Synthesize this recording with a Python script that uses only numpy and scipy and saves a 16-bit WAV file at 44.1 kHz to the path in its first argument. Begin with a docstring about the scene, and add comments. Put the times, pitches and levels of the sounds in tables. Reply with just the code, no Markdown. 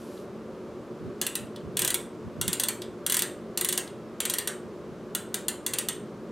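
"""A small carpeted room, with a stereo microphone on a bicycle freehub turned by hand in short bursts.
At each tooth three pawls snap down almost together and ring the hub and axle; a weak drop gives only
a dull tick. The room answers briefly. Behind it lies a steady hum, with a few soft low bumps and,
at first, a faint hiss."""
import sys
import numpy as np
from scipy import signal
from scipy.fft import rfft, irfft
from scipy.io import wavfile

SR = 44100
rng = np.random.default_rng(int(sys.argv[2]) if len(sys.argv) > 2 else 0)


def transcribe(u):
    """Save the signal u as a 16-bit wav file named by the first command-line argument.

    u: samples, shape (n,) or (channels, n), limited to [-1, 1]; the rate is SR.
    q: integer samples, one column per channel.
    """
    v = np.clip(np.atleast_2d(u).T, -1, 1)
    q = np.round(v * 32767).astype(np.int16)
    wavfile.write(sys.argv[1], SR, q)


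N = 278529
SIDE_SIGN = np.array([[1], [-1]])  # the side signal adds on the left and subtracts on the right


def undb(db):
    """Decibels to gain."""
    return 10 ** (np.asarray(db) / 20)


def unit(x):
    """Scale to rms 1."""
    return x / np.sqrt(np.mean(x ** 2))


def colour(x, spectrum):
    """Filter by (Hz, dB) points joined on a log-frequency axis."""
    points_hz, points_db = np.array(spectrum, float).T
    hz = np.fft.rfftfreq(x.shape[-1], 1 / SR)
    db = np.interp(np.log(hz + 1e-9), np.log(points_hz), points_db)
    return irfft(rfft(x) * undb(db), x.shape[-1])


def noise(shape, spectrum):
    """Coloured noise of rms 1."""
    return unit(colour(rng.standard_normal(shape), spectrum))


def fade(t, t60):
    """Exponential decay, 60 dB in t60 seconds."""
    return np.exp(-np.log(1000) * t / t60)


def add(out, sound, start_s):
    """Mix a sound in from start_s on."""
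    part = out[..., max(int(start_s * SR), 0):]
    part[..., :sound.shape[-1]] += sound[..., :part.shape[-1]]


# The room tone. Each row: frequency in Hz, relative noise density in dB.
AIR_SPECTRUM = [(20, -62.5), (45, -17.5), (85, -11), (200, -0.5), (270, -3.5), (410, 1), (580, -7),
                (800, -16.5), (1150, -14), (1900, -26), (3500, -32), (7000, -38.5), (11000, -45),
                (15500, -50)]
# Its width at the microphone. Each row: frequency in Hz, side against mid in dB.
AIR_WIDTH = [(60, -3), (110, -9), (200, -17.5), (380, -25.5), (700, -16), (1290, -17.5), (2380, -12.5),
             (4400, -11), (8120, -10), (15000, -18.5)]
# The tones of the hum. Each row: centre in Hz, width in Hz, level in dB.
HUM_TONES = [(119.7, 3.1, -60.5), (175, 4.4, -59.5), (222.8, 6.8, -51.5), (303, 6.4, -59.5),
             (362.6, 24, -46.5), (453, 1.3, -72), (521, 4.1, -62), (586.4, 16, -56)]

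def hum(air_db=-41.5):
    """A steady rush of air, wide in the deep bass, with narrow bands of noise that waver as tones."""
    air_mid = undb(air_db) * noise(N, AIR_SPECTRUM)
    air_side = undb(air_db) * colour(noise(N, AIR_SPECTRUM), AIR_WIDTH)
    hz = np.fft.rfftfreq(N, 1 / SR)
    peaks = sum(undb(db) * unit(1 / (1 + (2 * (hz - centre) / width) ** 2))
                for centre, width, db in HUM_TONES)
    tones = irfft(peaks * rfft(rng.standard_normal(N)), N)
    return air_mid + tones + air_side * SIDE_SIGN


# Soft low bumps in the background. Each row: peak time in seconds, length in seconds, level in dB.
BUMP_SWELLS = [(1.03, 0.058, -46), (1.081, 0.051, -38), (1.433, 0.054, -42), (1.667, 0.061, -40),
               (1.804, 0.12, -43.5), (2.271, 0.046, -36), (2.402, 0.13, -40), (2.487, 0.035, -33.5),
               (4.66, .04, -45), (4.92, 0.025, -48)]
# Their rumble. Each row: frequency in Hz, relative noise density in dB.
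BUMP_SPECTRUM = [(25, -26), (60, -1), (95, 10.5), (180, 10.5), (260, 7), (600, -50)]

def bumps(side_db=-5, pan_db=-2):
    """Short swells of low rumble, a little to the right of the microphone."""
    t = np.arange(N) / SR
    swell = sum(undb(db) * np.exp(-(2 * (t - peak_s) / length_s) ** 2)
                for peak_s, length_s, db in BUMP_SWELLS)
    mid, side = noise((2, N), BUMP_SPECTRUM)
    return swell * (mid + undb(side_db) * side * SIDE_SIGN) * undb(pan_db * SIDE_SIGN)


# A faint hiss, dead centre. Each row: frequency in Hz, relative noise density in dB.
HISS_SPECTRUM = [(1200, -22), (3000, -3), (6000, -5), (11000, -6), (13500, -10), (15500, -21)]

def hiss(level_db=-59, end_s=0.28, release_s=0.089):
    """A smooth hiss, perhaps something sliding, that holds and then dies away."""
    envelope = np.clip((end_s - np.arange(N) / SR) / release_s, 0, 1)
    return undb(level_db) * envelope * noise(N, HISS_SPECTRUM)


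# The carpeted room's answer. Each row: band centre in Hz, gain in dB, time to fall 60 dB in seconds,
# side against mid in dB.
ROOM_BANDS = [(500, 8, 0.5, -27), (1210, 6, 0.42, -54), (1980, 8, 0.32, -54), (3460, -3, 0.33, -46),
              (5300, -5, 0.24, -38), (8130, -3, 0.3, -12.5), (8640, 1.5, 0.31, -9.5), (8740, -4, 0.28, -14),
              (11200, -11, 0.27, -10), (12600, -12.5, 0.27, -22), (14800, -12, 0.2, -30)]

def room(click, first_s=0.0011, build_s=0.001, samples=12288):
    """Dense reflections, new for each position of the hub; they die sooner and are wider in the treble."""
    t, hz = np.arange(samples) / SR, np.fft.rfftfreq(samples, 1 / SR)
    reflections = rfft(rng.standard_normal((2, samples)))
    log_centres = np.log([row[0] for row in ROOM_BANDS])
    onset = 1 - np.exp(-np.maximum(t - first_s, 0) / build_s)
    tail = 0
    for share, (_, db, t60, side_db) in zip(np.eye(len(ROOM_BANDS)), ROOM_BANDS):
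        band = irfft(reflections * np.interp(np.log(hz + 1), log_centres, share), samples)
        envelope = fade(t, t60) * onset
        tail += undb([[db], [db + side_db]]) * band * envelope / np.linalg.norm(envelope)
    mid, side = signal.fftconvolve(click[None], tail, axes=1)
    return mid + side * SIDE_SIGN


# The modes of hub shell, axle and sprockets. Each row: frequency in Hz, relative energy in dB,
# time to fall 60 dB in seconds.
HUB_RESONANCES = [(1012, -12, .04), (1620, -16, .04), (1860, -10, .06), (1985, -11, .06), (2810, -4, .035),
                  (3040, -9, .035), (3260, -9, .03), (3424, -2, .085), (3500, -4, .03), (3757, -15, .2),
                  (3905, -8, .1), (4155, -3.5, .028), (4430, -6, .035), (4820, -9, .03), (5965, -3, .06),
                  (6950, -3.5, .05), (7130, -2.5, .05), (7330, -7, .04), (8260, 4, .08), (8410, 2.5, .09),
                  (8560, -5, .13), (8760, -4, .07), (8870, -3, .06), (9065, 4, .09), (9890, -1, .025),
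                  (10028, 3.5, .028), (10840, -5, .03), (11140, -3.5, .06), (11340, -6, .07),
                  (14150, -5, .02)]

def hub_ring(t, scatter_db=1.5, detune=0.0019, rise_s=0.00064):
    """The pawls meet the hub at a new place each time, so each click rings a little differently."""
    hz, db, t60 = np.array(HUB_RESONANCES).T[:, :, None]
    level_draw, pitch_draw = rng.standard_normal((2,) + hz.shape)
    amplitude = undb(db + scatter_db * level_draw) * np.sqrt(2 / t60)
    cycles = hz * (1 + detune * pitch_draw) * t + rng.random(hz.shape)
    modes = amplitude * fade(t, t60) * np.sin(2 * np.pi * cycles)
    return modes.sum(axis=0) * (1 - np.exp(-t / rise_s))


# The steel's dense, quickly damped modes. Each row: frequency in Hz, relative noise density in dB.
CRACK_SPECTRUM = [(400, -24.5), (800, -38), (1100, -11.5), (1900, -5), (2400, -11), (3200, 3), (4300, 4.5),
                  (5200, -1.5), (6500, 5.5), (7500, 8), (9400, 5.5), (11200, 7), (12400, 6), (14600, 4)]

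def pawl_drop(t, lag_s=0.00076, pawl_db=(-9, 0, -7), crack_t60=0.036, snap_t60=0.0072, snap_db=5):
    """Three pawls land within 2 ms; the steel cracks and rings, towards the microphone and all round."""
    delays = lag_s * (np.arange(3) + rng.random(3) / 2)
    envelope = (fade(t, crack_t60) + undb(snap_db) * fade(t, snap_t60)) / np.sqrt(crack_t60)
    crack, ring = np.zeros((2, len(t)))
    for delay, db in zip(delays, pawl_db):
        add(crack, undb(db) * envelope * noise(len(t), CRACK_SPECTRUM), delay)
    add(ring, hub_ring(t), delays[1])
    # single modes stand out in one direction; summed over all directions they blend into the crack
    direct = crack + undb(-9) * ring
    all_round = crack + undb(-19) * ring
    return np.array([direct, all_round])


# The pawls dropping off a tooth as the hand turns the hub. Each row: time in seconds, strength in dB.
TOOTH_DROPS = [(0.1758, -67), (1.2145, -15.5), (1.266, -17.5), (1.3539, -18), (1.5609, -44), (1.7699, -16),
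               (1.7922, -14), (1.8187, -15), (1.8477, -13.5), (1.8767, -15.5), (1.9036, -16.5),
               (1.9427, -13.5), (2.4131, -16.5), (2.4793, -15), (2.53, -15.5), (2.598, -14.5),
               (2.6355, -15), (2.6851, -15.5), (2.819, -33), (3.0643, -15.5), (3.0978, -15), (3.1221, -14),
               (3.1436, -14.5), (3.1682, -14.5), (3.1919, -15.5), (3.2211, -14), (3.5745, -15.5),
               (3.6107, -15), (3.6467, -15), (3.688, -15.5), (3.7259, -16), (3.7763, -14), (3.8766, -47),
               (4.2033, -17), (4.2529, -16.5), (4.2983, -16), (4.3377, -17), (4.3847, -15.5), (4.4741, -16),
               (5.1499, -14.5), (5.3427, -16), (5.4828, -15), (5.664, -15.5), (5.7357, -18.5),
               (5.7855, -16), (5.886, -16)]
# The direct snap at the microphone; a weak drop loses its treble first. Each row: lower and upper edge
# in Hz, level of a full snap in dB, dB lost per dB of strength.
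SNAP_SPECTRUM = [(400, 2760, -39.5, 0.7), (2700, 5680, -33, 0.47), (5510, 11320, -27, 1),
                 (11230, 18700, -28.5, 1.1)]

def freehub(full_snap_db=-15, scatter_db=0.75, lead_s=0.0006, left_early_s=3.7e-6):
    """The spring gives every tooth much the same snap; half-caught pawls land with only a dull tick."""
    out, t = np.zeros((2, N)), np.arange(6144) / SR
    attack = SR // 100  # the first 10 ms set each band's level
    bands = [signal.butter(4, row[:2], "band", fs=SR, output="sos") for row in SNAP_SPECTRUM]
    full_db, slope = np.array(SNAP_SPECTRUM).T[2:]
    for time_s, strength_db in TOOTH_DROPS:
        levels_db = full_db + slope * (strength_db - full_snap_db)
        levels_db += scatter_db * rng.standard_normal(len(bands))
        blow, click = pawl_drop(t), 0
        for band, db in zip(bands, levels_db):
            part = signal.sosfiltfilt(band, blow, padtype=None)
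            click += part * undb(db) / np.std(part[0, :attack])
        direct, all_round = click
        # the direct snap reaches the microphone's left port slightly sooner
        side = left_early_s / 2 * SR * np.gradient(direct)
        add(out, direct + side * SIDE_SIGN, time_s - lead_s)
        add(out, room(all_round), time_s - lead_s)
    return out


def scene():
    """At the microphone: the freehub in its room, over hum, bumps and hiss."""
    return freehub() + hum() + bumps() + hiss()


def record(dry, rolloff_hz=15600, cutoff_hz=15900):
    """The microphone rolls off in the highest treble and the recorder cuts the rest."""
    microphone = signal.butter(4, rolloff_hz, fs=SR, output="sos")
    recorder = signal.ellip(8, 0.2, 80, cutoff_hz, fs=SR, output="sos")
    return signal.sosfilt(recorder, signal.sosfiltfilt(microphone, dry))


dry = scene()
out = record(dry)
transcribe(out)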